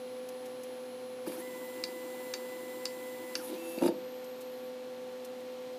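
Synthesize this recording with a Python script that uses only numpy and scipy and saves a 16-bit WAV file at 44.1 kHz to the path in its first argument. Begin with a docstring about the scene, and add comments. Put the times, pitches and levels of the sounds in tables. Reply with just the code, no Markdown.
"""A stepper motor indexes a lathe's tool turret: it runs up, whines at a fixed step rate while a pawl ticks over the
ratchet, brakes, backs up slowly and stalls against the lock with a clunk. The whine is a sum of sines at multiples
of the coil rate; knocks and pawl are short rough pushes on resonances; gears and coils add coloured noise.
The driver's chopper whistles as a steady sine while the motor holds. Behind it, cooling fans hum (sines) and hiss
(filtered noise) in a small workshop, with a few faint puffs of treble noise."""
import sys
import numpy as np
from scipy import signal
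from scipy.fft import rfft, irfft, next_fast_len
from scipy.io import wavfile
from scipy.ndimage import map_coordinates

SR = 44100
rng = np.random.default_rng(int(sys.argv[2]) if len(sys.argv) > 2 else 0)


def pcm_store(signal):
    """Save signal as 16-bit PCM."""
    levels = np.round(np.clip(np.atleast_2d(signal), -1, 1) * 32767)
    wavfile.write(sys.argv[1], SR, levels.astype(np.int16).T)


def field_ratio(decibels):
    """Amplitude ratio for a level in dB (20 dB per decade); scalars and array-likes work."""
    return 10 ** (np.asarray(decibels, dtype=float) / 20)


N = 254898
T = np.arange(N) / SR  # seconds

# The two moves of the motor. Each: start in seconds, stop in seconds, cruising coil rate in Hz, brakes (1) or stalls (0).
FORWARD_MOVE = (1.247, 3.532, 500.05, 1)
BACK_MOVE = (3.514, 3.9, 166.69, 0)
ACCEL_HZ_PER_S = 2850
RAMP_STEP_S = 0.016  # the controller changes speed in steps this long
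LOCK_S, LOCK_RISE = 3.835, 1.068  # against the lock the coil rate rises by this factor
# Below these shares of cruising speed (first, second half of a move) the whine fades, by so many dB per unit share.
KNEE_UP, KNEE_DOWN, FADE_DB = 0.646, 0.39, 110.5
RAMP_DB, LOCK_DB = -0.5, 5.5  # change of the whine below cruising speed, and against the lock

# Partials of the whine. Each row: multiple of the coil rate, rms level at cruising speed in dB.
FORWARD_ORDERS = [(2, -62), (3, -76), (4, -56), (7, -77), (8, -78), (10, -77), (11, -80), (13, -77),
                  (14, -80), (15, -66), (16, -78), (17, -74), (18, -75), (19, -72), (20, -77), (21, -72),
                  (23, -74), (24, -70), (25, -75), (26, -66), (27, -79), (28, -71), (29, -77), (30, -68)]
BACK_ORDERS = [(2, -47), (4, -65), (8, -71), (13, -77), (14, -74), (16, -57), (20, -74), (21, -75),
               (22, -71), (28, -68), (34, -73), (40, -68), (42, -77), (43, -78), (44, -75), (45, -76),
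               (47, -73), (54, -76), (55, -76), (57, -72), (58, -76), (64, -72), (66, -77), (67, -78),
               (68, -76), (69, -77), (75, -78), (90, -77)]
# Sidebands of the chopper tone. Each row: offset in multiples of the coil rate, rms level at cruising speed in dB.
FORWARD_SIDES = [(-7, -84), (-6, -84), (-4, -73), (-2, -79), (0, -69), (1, -82), (2, -83), (3, -86),
                 (4, -82), (5, -76), (6, -77), (9, -76)]
BACK_SIDES = [(-8, -77), (-6, -73), (-5, -79), (-4, -78), (-2, -77), (0, -74), (4, -78), (6, -78), (7, -78),
              (9, -77), (11, -79), (12, -73), (13, -71), (15, -64), (18, -75), (19, -79), (23, -76),
              (27, -75)]
# The driver's switching tone. Each entry: state of the motor, frequency in Hz.
CHOPPER_HZ = {"hold": 10535, "forward": 10588.6, "back": 10576.8}
# The holding whistle. Each row: start in seconds, end in seconds, rms level at start in dB, at end in dB.
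HOLDS = [(-1, 1.262, -65.5, -65), (4, 4.6, -79.5, -78), (4.5, 6.5, -74.5, -82)]
# The stopped coils hiss until the driver eases off.
FULL_CURRENT_UNTIL_S, FULL_CURRENT_DB = 4.7, -65
# Colour of that hiss. Each row: frequency in Hz, relative density in dB.
COIL_HISS = [(12400, -39.5), (12700, 1), (13400, 1.5), (13700, -39)]

# Gear noise against speed. Each row: coil rate in Hz, rms growl in dB, rms rattle in dB, rms coil sizzle in dB.
GEARS = [(0, -49, -58, -68.5), (91.6, -40, -49, -59.5), (165.5, -56.5, -57.5, -57),
         (250, -51, -53.5, -51.5), (360, -47.5, -55.5, -59.5), (460, -50, -58.5, -51), (498, -53, -57, -64)]
# Colour of the gear rattle. Each row: frequency in Hz, relative density in dB.
MESH = [(500, -23), (900, -3.5), (1000, 3.5), (1080, -18.5), (1400, -12.5), (2100, -13), (2800, -12),
        (5000, -20), (8000, -18.5)]
# Colour of the coil sizzle. Each row: frequency in Hz, relative density in dB.
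SIZZLE = [(2000, -13.5), (6000, -14), (8500, -14), (10000, -4), (10550, 1.5), (11100, -4.5), (12400, -12),
          (13000, 3.5), (13600, -17.5), (15500, -12.5)]

# Blows on the housing. Each row: start in seconds, push in dB (relative), length in seconds (four rise times),
# sizzle in dB (9.5 dB above the rms at its height).
KNOCKS = [(1.27, -27.5, 0.0019, -41.5), (1.278, -28.5, 0.0026, -38.5), (1.296, -28, 0.0044, -52),
          (3.495, -37.5, 0.00136, -50.5), (3.525, -31.5, 0.00137, -54), (3.777, -24, 0.0025, -58),
          (3.813, -20.5, 0.00185, -53), (3.82, -16, 0.00096, -48), (3.8245, -12.5, 0.00265, -44.5),
          (3.838, -18.5, 0.00099, -43.5), (3.851, -19, 0.00263, -45.5), (3.8605, -13, 0.00228, -34.5),
          (3.88, -16, 0.000674, -40.5), (3.887, -17, 0.00176, -60), (3.894, -25.5, 0.00237, -58.5)]
# Resonances of the housing. Each row: frequency in Hz, width in Hz, relative gain in dB.
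HOUSING = [(148.3, 3.7, -15), (197.7, 128, -11.5), (316.3, 98.6, 1), (373.6, 68.7, -0.5), (533, 95, -2),
           (682, 53.3, -3.5), (884.3, 70.3, 0), (935.4, 85.5, -7.5), (1290, 615, -17.5), (1840, 190, -27.5)]
HIGH_MODES_DB = -1

# Drops of the pawl. Each row: start in seconds, push in dB (relative), extra push on the low modes in dB.
TICKS = [(1.265, -51, 18.5), (1.3192, -53, 19.5), (1.8374, -25.5, -4), (2.337, -26.5, 2),
         (2.8538, -25, -2.5), (3.3526, -26, 2.5), (3.7842, -45, 16), (3.8337, -42, 11), (3.861, -45, 14.5),
         (3.876, -43, 11)]
# Resonances of the pawl. Each row: frequency in Hz, width in Hz, relative gain in dB.
PAWL = [(1246, 257, -12), (1734, 160, -11.5), (2338, 190, -7.5), (2816, 207, -12), (3736, 390, -7),
        (4456, 133, 2), (4620, 142.5, 4), (4831, 245, 1), (5443, 300, -7), (6312, 84, -4),
        (7080, 254, -13.5), (8940, 960, -18.5), (10660, 600, -20), (13400, 970, -24)]
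CONTACT_S, CHATTER_S, CHATTER_DB = 0.001432, 0.00494, -16
# The pawl chatters at the start, the reversal and the lock.
# Each row: start in seconds, end in seconds, push in dB (relative).
CLATTERS = [(1.261, 1.342, -65), (3.463, 3.57, -62), (3.825, 3.901, -53.5)]
CLATTER_PER_S, CLATTER_SPREAD_DB, CLATTER_BLUNT_DB = 530, 0.5, 8.5

FAN_HZ = 126.72  # blade rate
# Blade tones. Each row: multiple of the blade rate, rms level in dB.
FAN = [(3, -63), (4, -43), (5, -72), (6, -62), (7, -67), (8, -68), (9, -69), (11, -72.5), (14, -78),
       (16, -83), (18, -82)]
# Mains hum and further fans. Each row: frequency in Hz, rms level in dB.
OTHER_TONES = [(120.0, -74), (168.9, -80), (197.8, -73), (282.3, -66), (331.2, -68), (471.3, -73),
               (549.1, -72), (591.3, -73), (796.1, -77), (4148.2, -82), (8319.7, -86), (12750.2, -79)]
BEAT_HZ, BEAT_GAP_HZ = 246.75, 6.7
# Rush of air. Each row: frequency in Hz, relative density in dB.
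AIR = [(40, -53), (70, -35), (110, -18.5), (145, -17), (200, -12.5), (400, -10), (800, -14), (1250, -16.5),
       (3200, -17.5), (5000, -23), (7500, -28.5), (11800, -34), (13900, -33.5), (15300, -37), (15600, -67)]
# Fan housings. Each row: frequency in Hz, width in Hz, gain added to the plain rush in dB.
AIR_BUMPS = [(471.4, 72, -1.5), (280.4, 27.6, 4), (740.5, 102, -1.5), (905.2, 24, -0.5), (4154, 126, -1),
             (13030, 410, 9.5)]

# Faint treble puffs. Each row: start in seconds, level in dB (9.5 dB above the rms at its height),
# length in seconds (three rise times).
PUFFS = [(0.287, -36, 0.0078), (0.455, -44, 0.0153), (0.632, -40, 0.0117), (4.241, -44, 0.0113),
         (4.405, -42.5, 0.0208), (5.246, -39, 0.0132), (5.404, -51.5, 0.012)]
# Colour of the puffs. Each row: frequency in Hz, relative density in dB.
PUFF = [(3000, -8.5), (6000, 0), (9000, -1.5), (12000, -0.5), (15500, -4)]
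# Decay of the workshop. Each row: frequency in Hz, time to fall by 60 dB in seconds.
SHOP = [(200, 0.516), (2000, 0.16), (10000, 0.206)]


def unit(x):
    """Normalization: the signal scaled to rms 1."""
    return x / np.sqrt(np.mean(x ** 2) + 1e-20)


def along(points, hz):
    """Interpolation of (Hz, value) points along a logarithmic frequency axis."""
    f, v = np.transpose(points)
    return np.interp(np.log(hz + 1), np.log(f + 1), v)


def wobble(rate, size=N):
    """Slow random modulation: a smooth curve through random knots, rate of them a second."""
    coarse = T[:size + 32:32]
    knots = rng.standard_normal(int(size * rate / SR) + 4)
    return np.interp(T[:size], coarse, map_coordinates(knots, [coarse * rate]))


def filtered(x, response):
    """Linear filtering: the spectrum multiplied by a complex response of frequency."""
    m = next_fast_len(N + SR // 2)
    return irfft(rfft(x, m) * response(np.fft.rfftfreq(m, 1 / SR)), m)[:N]


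def hiss(spectrum):
    """Coloured noise: white noise shaped by (Hz, dB) points, at rms 1."""
    return unit(filtered(rng.standard_normal(N), lambda hz: field_ratio(along(spectrum, hz))))


def resonances(modes):
    """Modal superposition: damped resonances (Hz, width, dB) of alternating sign form a causal response."""
    def mode(f, c, w, db):
        return field_ratio(db) * 1j * f * w / (c * c - f * f + 1j * f * w)
    return lambda f: sum((-1) ** k * mode(f, *row) for k, row in enumerate(modes))


def tone(cycles, db):
    """Simple harmonic motion: a sine of the given rms level and random starting phase."""
    return np.sqrt(2) * field_ratio(db) * np.sin(2 * np.pi * (cycles + rng.random()))


def gate(start, stop, fade):
    """Linear envelope: 1 between two moments, with soft edges."""
    return np.clip((T - start) / fade, 0, 1) * np.clip((stop - T) / fade, 0, 1)


def swell(start, db, rise):
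    """Pulse envelope u exp(1 - u): a bump that peaks after the rise time and falls more slowly."""
    bump, span = np.zeros(N), slice(int(start * SR), int((start + 20 * rise) * SR))
    u = np.clip(T[span] - start, 0, None) / rise
    bump[span] = field_ratio(db) * u * np.exp(1 - u)
    return bump


def speed(move):
    """Uniform acceleration: coil rate climbs evenly to cruising speed, then brakes evenly or stalls."""
    start, stop, cruise_hz, brakes = move
    down = ACCEL_HZ_PER_S * (stop - T) if brakes else cruise_hz
    rate = np.clip(np.minimum(ACCEL_HZ_PER_S * (T - start), down), 0, cruise_hz) * (T < stop)
    return rate * np.where((T > LOCK_S) & (not brakes), LOCK_RISE, 1)


def whine(move, orders, sides, chopper_hz, smear):
    """Periodic forcing: coil current pulls at multiples of its rate and spreads the chopper tone into sidebands."""
    start, stop, cruise_hz, _ = move
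    span = slice(int(start * SR), int(stop * SR))
    t, smooth, out = T[span], speed(move)[span], np.zeros(N)
    rate = np.interp(np.round(t / RAMP_STEP_S) * RAMP_STEP_S, t, smooth)
    turns = np.cumsum(rate) / SR
    knee = np.where(t < t.mean(), KNEE_UP, KNEE_DOWN)
    pull_db = -FADE_DB * np.clip(knee - smooth / cruise_hz, 0, None)
    pull_db += RAMP_DB * (rate < cruise_hz) + LOCK_DB * (rate > cruise_hz)
    off = abs(1 - rate / cruise_hz)
    # the rotor hunts while the speed changes and most against the lock; high orders fade
    rough_db = 1.4 + 4 * np.sqrt(off) + 4 * (rate > cruise_hz)
    for k, db in orders:
        out[span] += tone(k * turns, db + pull_db - smear * k * off + rough_db * wobble(40, size=len(t)))
    for k, db in sides:
        out[span] += tone(chopper_hz * t + k * turns, db - 40 * off + wobble(30.1, size=len(t)))
    return gate(start, stop, 0.032) * out


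def holding():
    """Magnetostatic holding: the chopped current whistles, and the stopped coils hiss at full current."""
    held = sum(gate(a, b, 0.018) * field_ratio(np.interp(T, (a, b), (from_db, to_db))) for a, b, from_db, to_db in HOLDS)
    whistle = held * tone(CHOPPER_HZ["hold"] * T, 0.77 * wobble(23))
    full_current = gate(BACK_MOVE[1], FULL_CURRENT_UNTIL_S, 0.0196) * field_ratio(FULL_CURRENT_DB)
    return whistle + full_current * hiss(COIL_HISS)


def gears():
    """Speed-dependent friction: growl through the case, rattle, and coil sizzle that flares at each jolt."""
    rate = speed(FORWARD_MOVE) + speed(BACK_MOVE)
    at_hz, *levels = np.transpose(GEARS)
    running = gate(FORWARD_MOVE[0], BACK_MOVE[1], 0.0167)
    growl_gain, rattle_gain, sizzle_gain = [running * field_ratio(np.interp(rate, at_hz, db)) for db in levels]
    case = resonances(HOUSING[1:4])
    # the extra square root sharpens the case resonances
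    case_noise = filtered(rng.standard_normal(N), lambda f: case(f) * np.sqrt(abs(case(f))))
    growl = growl_gain * field_ratio(0.82 * wobble(40)) * unit(case_noise)
    rattle = rattle_gain * field_ratio(0.94 * wobble(29.33)) * hiss(MESH)
    flares = sum(swell(s, db - 9.5, 0.0035) for s, _, _, db in KNOCKS)
    sizzle = (sizzle_gain * field_ratio(2.8 * wobble(14) + 0.8 * wobble(60)) + flares) * hiss(SIZZLE)
    return growl + rattle + sizzle


def motor():
    """Superposition of the motor's sources: whine both ways, holding, gears and a ringing bracket."""
    forward = whine(FORWARD_MOVE, FORWARD_ORDERS, FORWARD_SIDES, CHOPPER_HZ["forward"], smear=1.5)
    back = whine(BACK_MOVE, BACK_ORDERS, BACK_SIDES, CHOPPER_HZ["back"], smear=0.68)
    # a bracket rings as the motor reaches speed
    bracket = swell(1.43, -58.5, 0.031) * tone(2100 * T, 2.5 * wobble(31.2))
    return forward + back + bracket + holding() + gears()


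def knocks():
    """Impulsive excitation: each blow is a short, slightly rough push on the housing's resonances."""
    grit = 1 + 0.424 * rng.standard_normal(N)
    blows = sum((-1) ** k * swell(s, db - 9, length / 4) for k, (s, db, length, _) in enumerate(KNOCKS))
    pushes = grit * blows
    low = filtered(pushes, resonances(HOUSING[:5]))
    high = filtered(pushes, resonances(HOUSING[5:]))
    ring = low - field_ratio(HIGH_MODES_DB) * high
    # the small case radiates little deep bass
    return 9 * filtered(ring, lambda f: (1j * f / (1j * f + 90)) ** 4)


def pawl():
    """Contact noise exciting modes: a scratchy drop over a tooth, then dying chatter; blunt ones favour low modes."""
    scratch = rng.standard_normal(N)
    shapes = [swell(s, db, CONTACT_S / 2) + swell(s, db + CHATTER_DB, CHATTER_S) for s, db, _ in TICKS]
    blunt = sum(field_ratio(low_db) * shape for (_, _, low_db), shape in zip(TICKS, shapes))
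    low = filtered(blunt * scratch, resonances(PAWL[:4]))
    high = filtered(sum(shapes) * scratch, resonances(PAWL[4:]))
    return 5 * (low + high)


def clatter():
    """Random impact process: dense blunt contacts excite the pawl while the drive jolts."""
    when, size, scratch = rng.random(N), rng.standard_normal(N), rng.standard_normal(N)
    level = sum(field_ratio(db) * gate(start, end, 0.0166) for start, end, db in CLATTERS)
    contacts = (when < CLATTER_PER_S / SR) * field_ratio(CLATTER_SPREAD_DB * size) * level
    shape = signal.fftconvolve(contacts, swell(0, 0, CONTACT_S / 2)[:SR // 20])[:N]
    low, high = resonances(PAWL[1:5]), resonances(PAWL[7:11])
    return 5 * filtered(shape * scratch, lambda f: field_ratio(CLATTER_BLUNT_DB) * low(f) + high(f))


def fans():
    """Blade-passing tones waver over turbulent air in the housings; three close tones near 250 Hz beat."""
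    blades = sum(tone(k * FAN_HZ * T + 0.00545 * k * wobble(12), db + 0.898 * wobble(38)) for k, db in FAN)
    others = sum(tone(hz * T, db + 2.2 * wobble(9)) for hz, db in OTHER_TONES)
    spin = 2 * np.pi * BEAT_HZ * T
    throb = field_ratio(-54.0) * np.sin(spin) + field_ratio(-52.0) * np.cos(spin) * np.cos(2 * np.pi * BEAT_GAP_HZ * T)

    def housings(f):
        return 1 + sum(field_ratio(db) / (1 + (2 * (f - c) / w) ** 2) for c, w, db in AIR_BUMPS)
    rush = field_ratio(-53 + 0.26 * wobble(1.907)) * unit(filtered(hiss(AIR), housings))
    return blades + others + throb + rush


def puffs():
    """Amplitude-modulated noise: faint brief puffs of treble."""
    return hiss(PUFF) * sum(swell(s, db - 9.5, length / 3) for s, db, length in PUFFS)


def shop(x):
    """Reverberation: convolution with noise in which each frequency decays at its own rate."""
    hz, t, z = signal.stft(rng.standard_normal(SR // 2), SR, nperseg=256)
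    tail = signal.istft(z * field_ratio(-60 * t / along(SHOP, hz)[:, None]), SR, nperseg=256)[1]
    delayed = np.pad(x, (200, 0))  # samples
    return signal.fftconvolve(delayed, tail / np.linalg.norm(tail))[:N]


def scene():
    """Superposition: the hits with their room tail over motor, fans and puffs."""
    hits = knocks() + pawl() + clatter()
    return (hits + field_ratio(-11) * shop(hits) + motor() + fans() + puffs())[None]


def band_limit(x):
    """A steep low-pass at the top of the band."""
    return signal.sosfilt(signal.butter(12, 15710, fs=SR, output="sos"), x)


def record(dry):
    """Band limiting: the microphone cuts the deep bass, and nothing from 15.4 kHz up passes."""
    mix = filtered(dry[0], lambda hz: (1j * hz / (1j * hz + 60)) ** 2 * (hz < 15400))
    return band_limit(mix[None])


dry = scene()
out = record(dry)
pcm_store(out)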